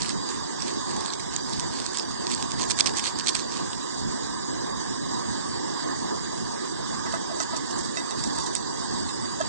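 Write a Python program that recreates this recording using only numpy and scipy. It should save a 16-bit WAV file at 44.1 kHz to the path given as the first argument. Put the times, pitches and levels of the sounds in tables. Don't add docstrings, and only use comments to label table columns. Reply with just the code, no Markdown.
import sys
import numpy as np
from scipy import signal
from scipy.fft import rfft, irfft, next_fast_len
from scipy.io import wavfile
from scipy.ndimage import uniform_filter1d, minimum_filter1d, map_coordinates

SR = 44100
rng = np.random.default_rng(int(sys.argv[2]) if len(sys.argv) > 2 else 0)


def materialize(psi):
    bounded = np.clip(np.atleast_2d(psi).T, -1, 1)
    quanta = np.round(bounded * 32767).astype(np.int16)
    wavfile.write(sys.argv[1], SR, quanta)


def natural_amplitude(level_db):
    exponent = np.asarray(level_db, float) / 20
    return 10 ** exponent


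N = 418068

# pitch_hz, left_db (per Hz), right_db (per Hz), likeness (0-1), right_lead_rad
FLAME_ROAR = [(15, -80, -79, .95, -2.9), (43, -65, -64, 0.95, -2.9), (215, -58, -56, 0.95, -2.9),
              (345, -59, -56, 0.96, -2.8), (475, -68, -65, 0.89, -3.2), (590, -66, -66, 0.99, -3.1),
              (690, -65, -66, 0.93, -2.85), (775, -66, -68, 0.85, -2.6), (950, -64, -63, 0.83, -1.7),
              (1080, -68, -61, 0.78, -1.5), (1250, -82, -67, 0.01, -1.7), (1380, -78, -79, 0.16, -4.4),
              (1510, -73, -73, 0.71, -6.9), (1680, -74, -68, 0.68, -7.2), (2000, -88, -74, 0.22, -5.7),
              (2300, -89, -88, 0.49, -3.1)]
JET_HISS = [(2300, -89, -88, 0.49, -3.1), (2580, -88, -88, 0.76, -3.1), (2900, -82, -81, 0.71, -2.8),
            (3200, -86, -82, 0.34, -0.8), (3450, -84, -74, 0.53, -1.6), (3700, -85, -74, 0.13, -3.9),
            (3950, -83, -72, 0.1, -3.4), (4200, -88, -88, 0.5, -6.2), (4350, -77, -77, 0.93, -3.1),
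            (4650, -69, -67, 0.92, -3.0), (4950, -77, -74, 0.6, -2.8), (5150, -79, -69, 0.59, -2.3),
            (5400, -83, -75, 0.38, -2.0), (5750, -91, -74, 0.23, -2.2)]
JET_HISS_UPPER = [(5750, -91, -74, 0.23, -2.2), (6050, -82, -74, 0.4, -2.5), (6450, -92, -71, 0.16, -2.6),
                  (6750, -84, -74, 0.49, -3.0), (6980, -84, -70, 0.62, -2.6), (7150, -85, -81, 0.13, -1.9),
                  (7300, -90, -71, 0.34, -1.7), (7650, -87, -74, 0.39, -2.6), (8000, -95, -70, 0.15, -1.6),
                  (8300, -101, -79, 0.04, -4.4), (8600, -101, -81, 0.03, -1.6), (8950, -101, -88, 0.0, 0.3),
                  (9250, -110, -88, 0.12, 1.8), (9600, -110, -94, 0.06, 1.7)]
# start_s, roar_db, jet_db
BURN_LEVELS = [
    (0.0, 0.5, 1.5),
    (9.48, 0.5, 1.5),
]
# start_s, turn_rad
BODY_LEAN = [(0, 0.67), (1, 0.62), (2.2, 0.72), (3.3, 0.92), (3.8, 0.3), (4.5, 0.23), (5.05, 0.32),
             (5.5, .7), (6.5, .7), (7.5, 0.85), (8.4, 1), (8.7, 0.83), (9.48, .8)]
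# pitch_hz, left_db, right_db
FILM_COLOUR = [(670, -68, -80.5), (1230, -66.5, -75), (2027, -75.5, -63.5), (2890, -71.5, -67),
               (3520, -66, -64.5), (4440, -67, -60), (4940, -80.5, -63), (6700, -79, -64.5),
               (7690, -89, -61.5), (8210, -83.5, -61), (8430, -98, -67), (9000, -108, -69),
               (9430, -100, -74), (10210, -117, -95.5)]
# start_s, peak_db, length_ms
CREASES = [(0.0035, -24.5, 1.2), (0.0193, -14.5, 1.17), (0.0293, -23, 1.5), (0.0341, -22, 0.8),
           (0.0469, -19.5, 0.74), (0.0557, -27, 1), (0.0595, -18, 1), (0.0636, -28, 1.2), (0.0697, -32, 0.66),
           (0.0829, -24, 1.0), (0.0915, -19, 2.4), (0.2892, -22.5, 2.1), (0.3443, -31, 1.3),
           (0.6053, -25, 1.2), (0.6213, -16.5, 1.3), (0.63, -28, 0.8), (0.6951, -26, 0.74),
           (0.8909, -29, 1.2), (0.8994, -28, 0.86), (0.9123, -24, 0.9), (0.9657, -21, 0.9),
           (1.0072, -22.5, 1.6), (1.0163, -35, 0.72), (1.0259, -31, 0.9), (1.0475, -31.5, 0.99),
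           (1.0514, -26, 1.1), (1.0605, -16.5, 0.92), (1.0779, -23, 0.8), (1.0811, -27, 1.5),
           (1.1034, -19, 0.9), (1.1245, -25, 0.8), (1.1289, -30, 1.9), (1.1357, -17, 1.2),
           (1.1402, -23, 0.93), (1.1966, -24, 1.8), (1.2016, -24, 1.3), (1.3369, -25, 0.8),
           (1.3512, -30, 1.5), (1.3624, -13.5, 2), (1.4951, -21.5, 1.15), (1.5285, -28, 1.2),
           (1.5326, -20.5, 2.3), (1.5456, -25, 1.3), (1.5609, -33, 1.0), (1.5964, -17, 1.1),
           (1.604, -23, 2.4), (1.7381, -28, 1.3), (1.7503, -27, 2.5), (1.801, -19.5, 1.2),
           (1.8635, -17.5, 1.4), (1.9333, -24.5, 2), (1.9454, -25, 1.1), (1.9512, -22.5, 1.1),
           (1.9718, -13, 0.97), (1.9852, -18.5, 1.5), (1.9962, -17, 1.4), (2.0234, -30, 1.9),
           (2.0306, -24, 0.93), (2.1123, -27.5, 1.3), (2.1198, -28, 1.4),
           (2.223, -31, 1.2), (2.2684, -14.5, 1.1), (2.277, -27, 1.5), (2.2918, -24, 0.53),
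           (2.2972, -31, 0.9), (2.2995, -23.5, 2.2), (2.3074, -22, 1.8), (2.3159, -16.5, 1.2),
           (2.3245, -20, 0.97), (2.3382, -22, 2.4), (2.348, -17, 1.6), (2.359, -23, 2), (2.3775, -26, 1.7),
           (2.396, -30, 1.5), (2.4257, -16.5, 1.0), (2.5073, -25.5, 1.8), (2.5176, -21.5, 1.5),
           (2.5397, -33, 1.7), (2.5748, -30, 0.8), (2.5912, -24.5, 0.81), (2.601, -27, 1.8),
           (2.6081, -22, 1), (2.6138, -19.5, 0.73), (2.62, -16, 0.47), (2.6267, -32, 1.0),
           (2.6311, -14.5, 0.8), (2.6372, -18.5, 2), (2.652, -28, 1.9), (2.6876, -30, 2.2),
           (2.6988, -19, 1.4), (2.7068, -10.5, 1.2), (2.7103, -13, 1.2), (2.717, -14, 1),
           (2.7888, -12.5, 1.1), (2.7969, -15.5, 1.7), (2.8061, -5.5, 2.6), (2.8599, -14, 0.37),
           (2.863, -12.5, 1.2), (2.8689, -13, 4.2), (2.881, -22, 2.2), (2.893, -20, 2.3),
           (2.938, -27, 0.8), (2.9468, -33, 1.3), (2.9614, -27.5, 0.97), (2.9639, -24, 1.3),
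          (2.9687, -19.5, 0.8), (2.9747, -20, 0.8), (2.9813, -20.5, 1.2), (2.9838, -18, 2.5),
          (2.9947, -14, 1.0), (3.0046, -31.5, 1.2), (3.0132, -26, 2.2), (3.017, -27, 0.9),
          (3.0243, -23.5, 0.8), (3.034, -25, 0.8), (3.0455, -23, 1.6), (3.0513, -18.5, 2.4),
          (3.0577, -16, 0.66), (3.0682, -17, 1.0), (3.0876, -26, 1.7), (3.0917, -30, 1.1),
          (3.0982, -25, 1.2), (3.105, -28, 0.81), (3.157, -25, 0.97), (3.1861, -21, 3.4),
          (3.1973, -18, 1.2), (3.2086, -21, 0.8), (3.2633, -18.5, 0.9), (3.2684, -17.5, 0.88),
          (3.2711, -12.5, 2.0), (3.2813, -13, 3.3), (3.2903, -11, 0.72), (3.2941, -9, 0.83),
          (3.297, -20, 1.2), (3.309, -32, 1.0), (3.3516, -14, 0.78), (3.3669, -20, 1.4),
          (3.372, -28.5, 0.8), (3.39, -22, 1.3), (3.3953, -19.5, 0.8), (3.4026, -20.5, 1.2),
          (3.408, -28, 0.9), (3.4221, -31, 1.2), (3.522, -24, 0.73), (3.5282, -26.5, 1), (3.5392, -27, 1.4),
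          (3.57, -22.5, 1), (3.577, -27, 1), (3.5913, -28, 1.1), (3.601, -28.5, 1.3), (3.732, -22.5, 1.3),
          (3.7436, -35, 1.3)]
# start_s, peak_db, length_ms
TICKS = [(7.1251, -23, 1.2), (7.1423, -29, 0.72), (7.1477, -26, 0.95), (7.1516, -34, 1.2),
         (7.4021, -15, 0.77), (7.4104, -21, 0.99), (7.4177, -28, 0.71), (7.4267, -28, 1.2),
         (7.4329, -29, 1.1), (7.5654, -25.5, 1.16), (7.71, -23.5, 1.5), (7.7819, -27, 0.7),
         (7.7883, -22, 1.2), (7.7922, -25, 1.1), (7.809, -26, 2.4), (7.8509, -25, 1.8), (7.8581, -24, 1.16),
         (7.9573, -28, 0.99), (7.9707, -22.5, 0.75), (7.9969, -27, 1), (8.1077, -24, 1.5),
         (8.1864, -33, 1.6), (8.1926, -28, 1), (8.198, -34, 0.83), (8.2375, -19.5, 3.3),
         (8.2493, -25.5, 0.74), (8.2706, -27, 1.2), (8.275, -27.5, 1.5), (8.3526, -27, 1.5),
         (8.3801, -31, 1.2), (8.3857, -22.5, 1.4), (8.4029, -26, 1.4), (8.4372, -26, 0.72),
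         (8.4411, -25, 1.7), (8.4632, -23, 1.7), (8.467, -27, 1.4), (8.498, -29, 0.54),
         (8.5517, -13.5, 1.8), (8.5613, -30, 0.8), (8.5674, -24, 1.2), (8.6267, -26, 1.3),
         (8.9392, -29, 1.3), (9.0892, -25, 2.1), (9.4017, -28, 2.4), (9.4119, -23, 1.5)]
# start_s, length_s, level_db
SQUEEZES = [(0, 0.11, -43), (.27, 0.11, -50), (0.596, 0.11, -45), (0.894, 0.26, -51.5), (1.325, 0.033, -46),
            (1.478, 0.17, -50.5), (1.725, 0.16, -47.5), (1.94, 0.055, -46), (2.298, 0.04, -41),
            (2.399, .13, -52.5), (2.589, 0.052, -40.5), (2.701, 0.015, -32.5), (2.787, 0.018, -30),
            (2.859, 0.015, -33.5), (2.96, 0.039, -36.5), (3.039, 0.04, -39), (3.081, 0.026, -47),
            (3.17, 0.038, -48), (3.261, .012, -35), (3.279, .02, -34.5), (3.349, 0.01, -30.5),
            (3.365, 0.045, -46.5), (3.514, 0.055, -47.5), (3.6, 0.24, -57), (7.12, 0.04, -52.5),
            (7.398, 0.037, -43), (7.56, 0.018, -47.5), (7.775, 0.099, -52), (7.955, 0.031, -52),
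            (8.1, 0.024, -52), (8.18, 0.1, -50), (8.35, 0.12, -50.5), (8.55, 0.016, -49)]
# pitch_hz, level_db, t60_s
LID_MODES = [(660.5, 2.5, 0.076), (1280, -1, 0.11), (1500, -8.5, 0.085), (1937, -9.5, 0.056),
             (2000, -4.5, 0.12), (2640, -14.5, 0.1), (3120, -24.5, 0.048), (3770, -4, 0.12),
             (4860, -1, 0.041), (5740, -7, 0.29), (7150, -1.5, 0.12), (7900, -2.5, 0.024)]
# pitch_hz, level_db, t60_s
POT_MODES = [(646, 3.5, .09), (1280, -5, .08), (1670, -6, 0.066), (2020, -21, 0.085), (2670, -18, 0.098),
             (3200, -11, .08), (3550, -4, .1)]
# start_s, level_db, best_excited_hz, push_ms
LID_CONTACTS = [(7.06, -30.5, 1480, 3.6), (7.137, -24.5, 1300, 1.5), (7.297, -32.5, 700, 3.2),
                (7.31, -30.5, 644, 5), (7.399, -23.5, 1430, 7.4), (7.533, -28.5, 897, 1.6),
                (7.97, -22, 2780, 1.3), (7.999, -31.5, 3540, 3.6), (8.108, -31, 3700, 1.6),
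                (8.235, -30, 4600, 4.2), (8.382, -29.5, 5500, 2.8), (8.402, -39, 5700, 2.3),
                (8.461, -29.5, 5670, 1.2), (8.553, -29.5, 4000, 0.26), (9.09, -32.5, 2660, 2.4),
                (9.398, -19, 790, 18), (9.408, -20.5, 1710, 6)]
# pitch_hz, margin_db
ROUNDING_MARGIN = [(0, -26), (250, -16), (580, .5), (700, -4), (1500, 0), (2400, 1), (3200, 3.5), (4400, 7),
                   (5200, 6.5), (8000, 6.5), (11000, 7)]

PUFF_HZ, PUFF_DB = 190.8, 3.5
ECHO_HZ, ECHO_WIDTH_HZ, ECHO_GAIN = 4554, 450, .4
GRIP_S, LET_GO_S = .002, .005
CREASE_HZ, TICK_HZ, CREASE_SPREAD = 5500, 6700, 0.12
POP_DB = 5
FINGERS_FROM_S = TICKS[0][0] - .1
POT_FROM_S = 9.2
CEILING = .98
TOP_HZ = 10160
SUDDEN_DB = 8


def unit(x):
    return x / np.sqrt(np.mean(x ** 2) + 1e-20)


def columns(rows, x):
    first, *cols = np.transpose(rows)
    return [np.interp(x, first, c) for c in cols]


def wobble(rate):
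    knots = rng.standard_normal(int(N * rate / SR) + 4)
    return map_coordinates(knots, [np.arange(N) * rate / SR])


def filtered(x, response):
    m = next_fast_len(N + 8192)
    return irfft(rfft(x, m) * response(np.fft.rfftfreq(m, 1 / SR)), m)[..., :N]


def burner():
    t = np.arange(N) / SR
    roar_db, jet_db = columns(BURN_LEVELS, t)
    flutter = wobble(8)
    roar = ports(FLAME_ROAR, patchy(patchy_db=1.66))
    roar = natural_amplitude(roar_db + .8 * flutter + 0.55 * wobble(16)) * roar
    lean, = columns(BODY_LEAN, t)
    jet = ports(JET_HISS + JET_HISS_UPPER[1:], patchy(patchy_db=2.0), lean, beyond_hz=150)
    bass = filtered(roar, lambda hz: 1 / (1 + (hz / PUFF_HZ) ** 4))
    roar = roar + bass * (natural_amplitude(PUFF_DB * wobble(12) - 0.83) - 1)
    return roar + natural_amplitude(jet_db + .3 * flutter + 0.28 * wobble(30)) * jet


def patchy(patchy_db):
    z = signal.stft(rng.standard_normal((2, N + 512)), nperseg=512)[2]
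    field = uniform_filter1d(rng.standard_normal(z.shape[1:]), size=5, axis=0)
    field = uniform_filter1d(field, size=10, axis=1)
    return unit(signal.istft(z * natural_amplitude(patchy_db * unit(field)), nperseg=512)[1][:, :N])


def ports(table, pair, turn=None, beyond_hz=0):
    count = 3 if turn is None else 6

    def response(hz):
        left_db, right_db, alike, lead = columns(table, hz)
        alike = np.clip(alike, 0, 1)
        inside = np.sqrt(SR / 2) * (hz >= table[0][0]) * (hz < table[-1][0] + beyond_hz)
        shared = natural_amplitude(left_db) * alike * np.exp(-1j * lead)
        own = natural_amplitude(left_db) * np.sqrt(1 - alike ** 2)
        band = np.exp(-((hz - ECHO_HZ) / ECHO_WIDTH_HZ) ** 4)
        layers = [shared, natural_amplitude(right_db), own, band * shared, -1j * band * shared, band * natural_amplitude(right_db)]
        return inside * np.array(layers[:count])

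    shared_left, right, own_left, *echo = filtered(pair[[0, 0, 1, 0, 0, 0][:count]], response)
    if echo:
        shared_left = shared_left + (np.cos(turn) - 1) * echo[0] + np.sin(turn) * echo[1]
        right = right + ECHO_GAIN * turn * echo[2]
    return np.array([shared_left + own_left, right])


def film():
    crackle = crease_pops() + rustle()
    alike = 0.56

    def response(hz):
        left_db, right_db = columns(FILM_COLOUR, hz)
        late = -np.exp(-2j * np.pi * hz * 0.000511)
        own = natural_amplitude(left_db) * np.sqrt(1 - alike ** 2)
        return natural_amplitude(66.5) * np.array([natural_amplitude(left_db) * alike * late, natural_amplitude(right_db), own])

    shared_left, right, own_left = filtered(crackle[[0, 0, 1]], response)
    return np.array([shared_left + own_left, right])


def crease_pops():
    pops = np.zeros((2, N + 4096))
    lead_s = .02
    hz, u = np.fft.rfftfreq(2048, 1 / SR), np.arange(2048) / SR - lead_s
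    heard = natural_amplitude(66.0 + columns(FILM_COLOUR, hz)[1])
    for s, db, ms in CREASES + TICKS:
        typical_hz, slope_db, far_db = CREASE_HZ, 6.5, 0
        if s >= FINGERS_FROM_S:
            typical_hz, slope_db, far_db = TICK_HZ, 11, .3
        centre_hz = typical_hz * 2 ** (CREASE_SPREAD * rng.standard_normal())
        resonances_db = 4 * np.repeat(rng.standard_normal(41), repeats=25)
        tint = natural_amplitude(-slope_db * np.abs(np.log2((hz + 1) / centre_hz)) + resonances_db)
        late = u - .0006 * ms
        width_s = np.where(late < 0, .0004, .0007) * max(ms, .5)
        shape = np.exp(-.5 * (late / width_s) ** 2)
        burst = irfft(rfft(rng.standard_normal((2, 2048))) * tint) * shape
        peak = np.abs(irfft(rfft(burst[0]) * heard)).max()
        pops[:, round(s * SR):][:, :2048] += natural_amplitude(db + POP_DB + far_db) * burst / peak
    return pops[:, round(lead_s * SR):][:, :N]


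def rustle():
    t, effort = np.arange(0, N, 32) / SR, 0
    for s, length, db in SQUEEZES:
        before, after = np.maximum(s - t, 0), np.maximum(t - s - length, 0)
        effort = effort + natural_amplitude(db) * np.exp(-before / GRIP_S - after / LET_GO_S)
    grit = rng.standard_normal((2, N))
    fingers = round(FINGERS_FROM_S * SR)
    bright = unit(filtered(grit, lambda hz: np.exp(-((hz - TICK_HZ) / 2600) ** 2)))
    grit[:, fingers:] = bright[:, fingers:] * natural_amplitude(-.5)
    sparks = (rng.random(N) < 700 / SR) * natural_amplitude(3.1 * np.minimum(rng.exponential(size=N), 2.5))
    clumps = np.sqrt(np.abs(uniform_filter1d(sparks ** 2, size=28))) * natural_amplitude(2.6 * wobble(90))
    return natural_amplitude(11.0) * np.repeat(effort, repeats=32)[:N] * unit(clumps) * grit


def lid():
    out, t = np.zeros((2, N + SR)), np.arange(SR // 4) / SR
    late_s = np.array([[.00035], [0]])
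    for s, db, best_hz, ms in LID_CONTACTS:
        swell = np.sin(np.pi / 2 * np.minimum(t / (0.0011 * ms), 1)) ** 2
        after = np.maximum(t - 0.00075 * ms, 0)
        ring = 0
        for hz, level, t60 in (POT_MODES if s > POT_FROM_S else LID_MODES):
            struck_db = level - 8.1 * abs(np.log2(hz / best_hz)) + rng.normal(0, 1.1)
            decay_db = 60 * after * (1 + ms / 12) / t60
            port_db = np.array([[-3 - 4 * hz / 1500], [0]])
            ring = ring + natural_amplitude(struck_db - decay_db + port_db) * np.sin(2 * np.pi * hz * (t - late_s))
        out[:, round(s * SR):][:, :len(t)] += natural_amplitude(db + 5.5) * swell * ring
    return out[:, :N]


def scene():
    return burner() + film() + lid()


def band_power(c, count):
    return np.mean(c.reshape(2, c.shape[1], -1, count) ** 2, axis=3)


def spectral_rounding(x, floor_db, jitter_db, size=1024, count=8):
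    n = np.arange(2 * size) + .5
    window = np.sqrt(2 / size) * np.sin(np.pi * n / (2 * size))
    basis = window[:, None] * np.cos(np.pi / size * np.outer(n + size / 2, n[:size // 2]))
    frames = N // size + 2
    blocks = np.pad(x, ((0, 0), (size, frames * size - N))).reshape(2, frames + 1, size)
    c = np.concatenate([blocks[:, :-1], blocks[:, 1:]], axis=2) @ basis
    turn = np.array([[1, 1], [1, -1]]) / np.sqrt(2)
    paired = np.tensordot(turn, c, axes=1)
    power = uniform_filter1d(band_power(c, count), size=3, axis=1)
    paired_power = uniform_filter1d(band_power(paired, count), size=3, axis=1)
    joint = paired_power.min(axis=0) < power.min(axis=0)
    masking = uniform_filter1d(power, size=5, axis=2)
    masking = minimum_filter1d(masking, size=5, axis=1)
    masking = np.minimum(masking, 1.7 * uniform_filter1d(band_power(c, count), size=9, axis=2))
    masking = np.where(joint, masking.mean(axis=0), masking)
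    drift = uniform_filter1d(rng.standard_normal(masking.shape[1:]), size=11, axis=0)
    drift = unit(uniform_filter1d(drift, size=3, axis=1))
    margin_db = columns(ROUNDING_MARGIN, np.linspace(0, SR / 4, masking.shape[2]))[0]
    step = np.sqrt(np.abs(masking) * natural_amplitude(margin_db) ** 2 + natural_amplitude(floor_db) ** 2)
    step = step * natural_amplitude(jitter_db * (.65 * rng.standard_normal(masking.shape) + .95 * drift))
    step, joint = np.repeat(step, count, axis=2), np.repeat(joint, count, axis=1)
    c = np.where(joint, paired, c) / step
    c = np.sign(c) * np.floor(np.abs(c) + .4) * step
    y = np.where(joint, np.tensordot(turn, c, axes=1), c) @ basis.T
    return (y[:, 1:, :size] + y[:, :-1, size:]).reshape(2, -1)[:, :N]


def roll_off(x):
    return signal.sosfilt(signal.butter(12, 10850, fs=SR, output="sos"), x)


def record(dry):
    x = dry / (1 + np.abs(dry / CEILING) ** 8) ** (1 / 8)
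    x = filtered(x, lambda hz: hz ** 2 / (hz ** 2 + 28 ** 2) / (1 + (hz / TOP_HZ) ** 30))
    power = np.diff(x[1], prepend=0) ** 2
    usual = uniform_filter1d(power, size=3000)
    sudden = uniform_filter1d(power, size=100) > natural_amplitude(SUDDEN_DB) ** 2 * usual
    fine = uniform_filter1d(-minimum_filter1d(-1. * sudden, size=1000), size=300)
    mix = fine * x + (1 - fine) * spectral_rounding(x, floor_db=-36.5, jitter_db=2.3)
    return roll_off(mix)


dry = scene()
out = record(dry)
materialize(out)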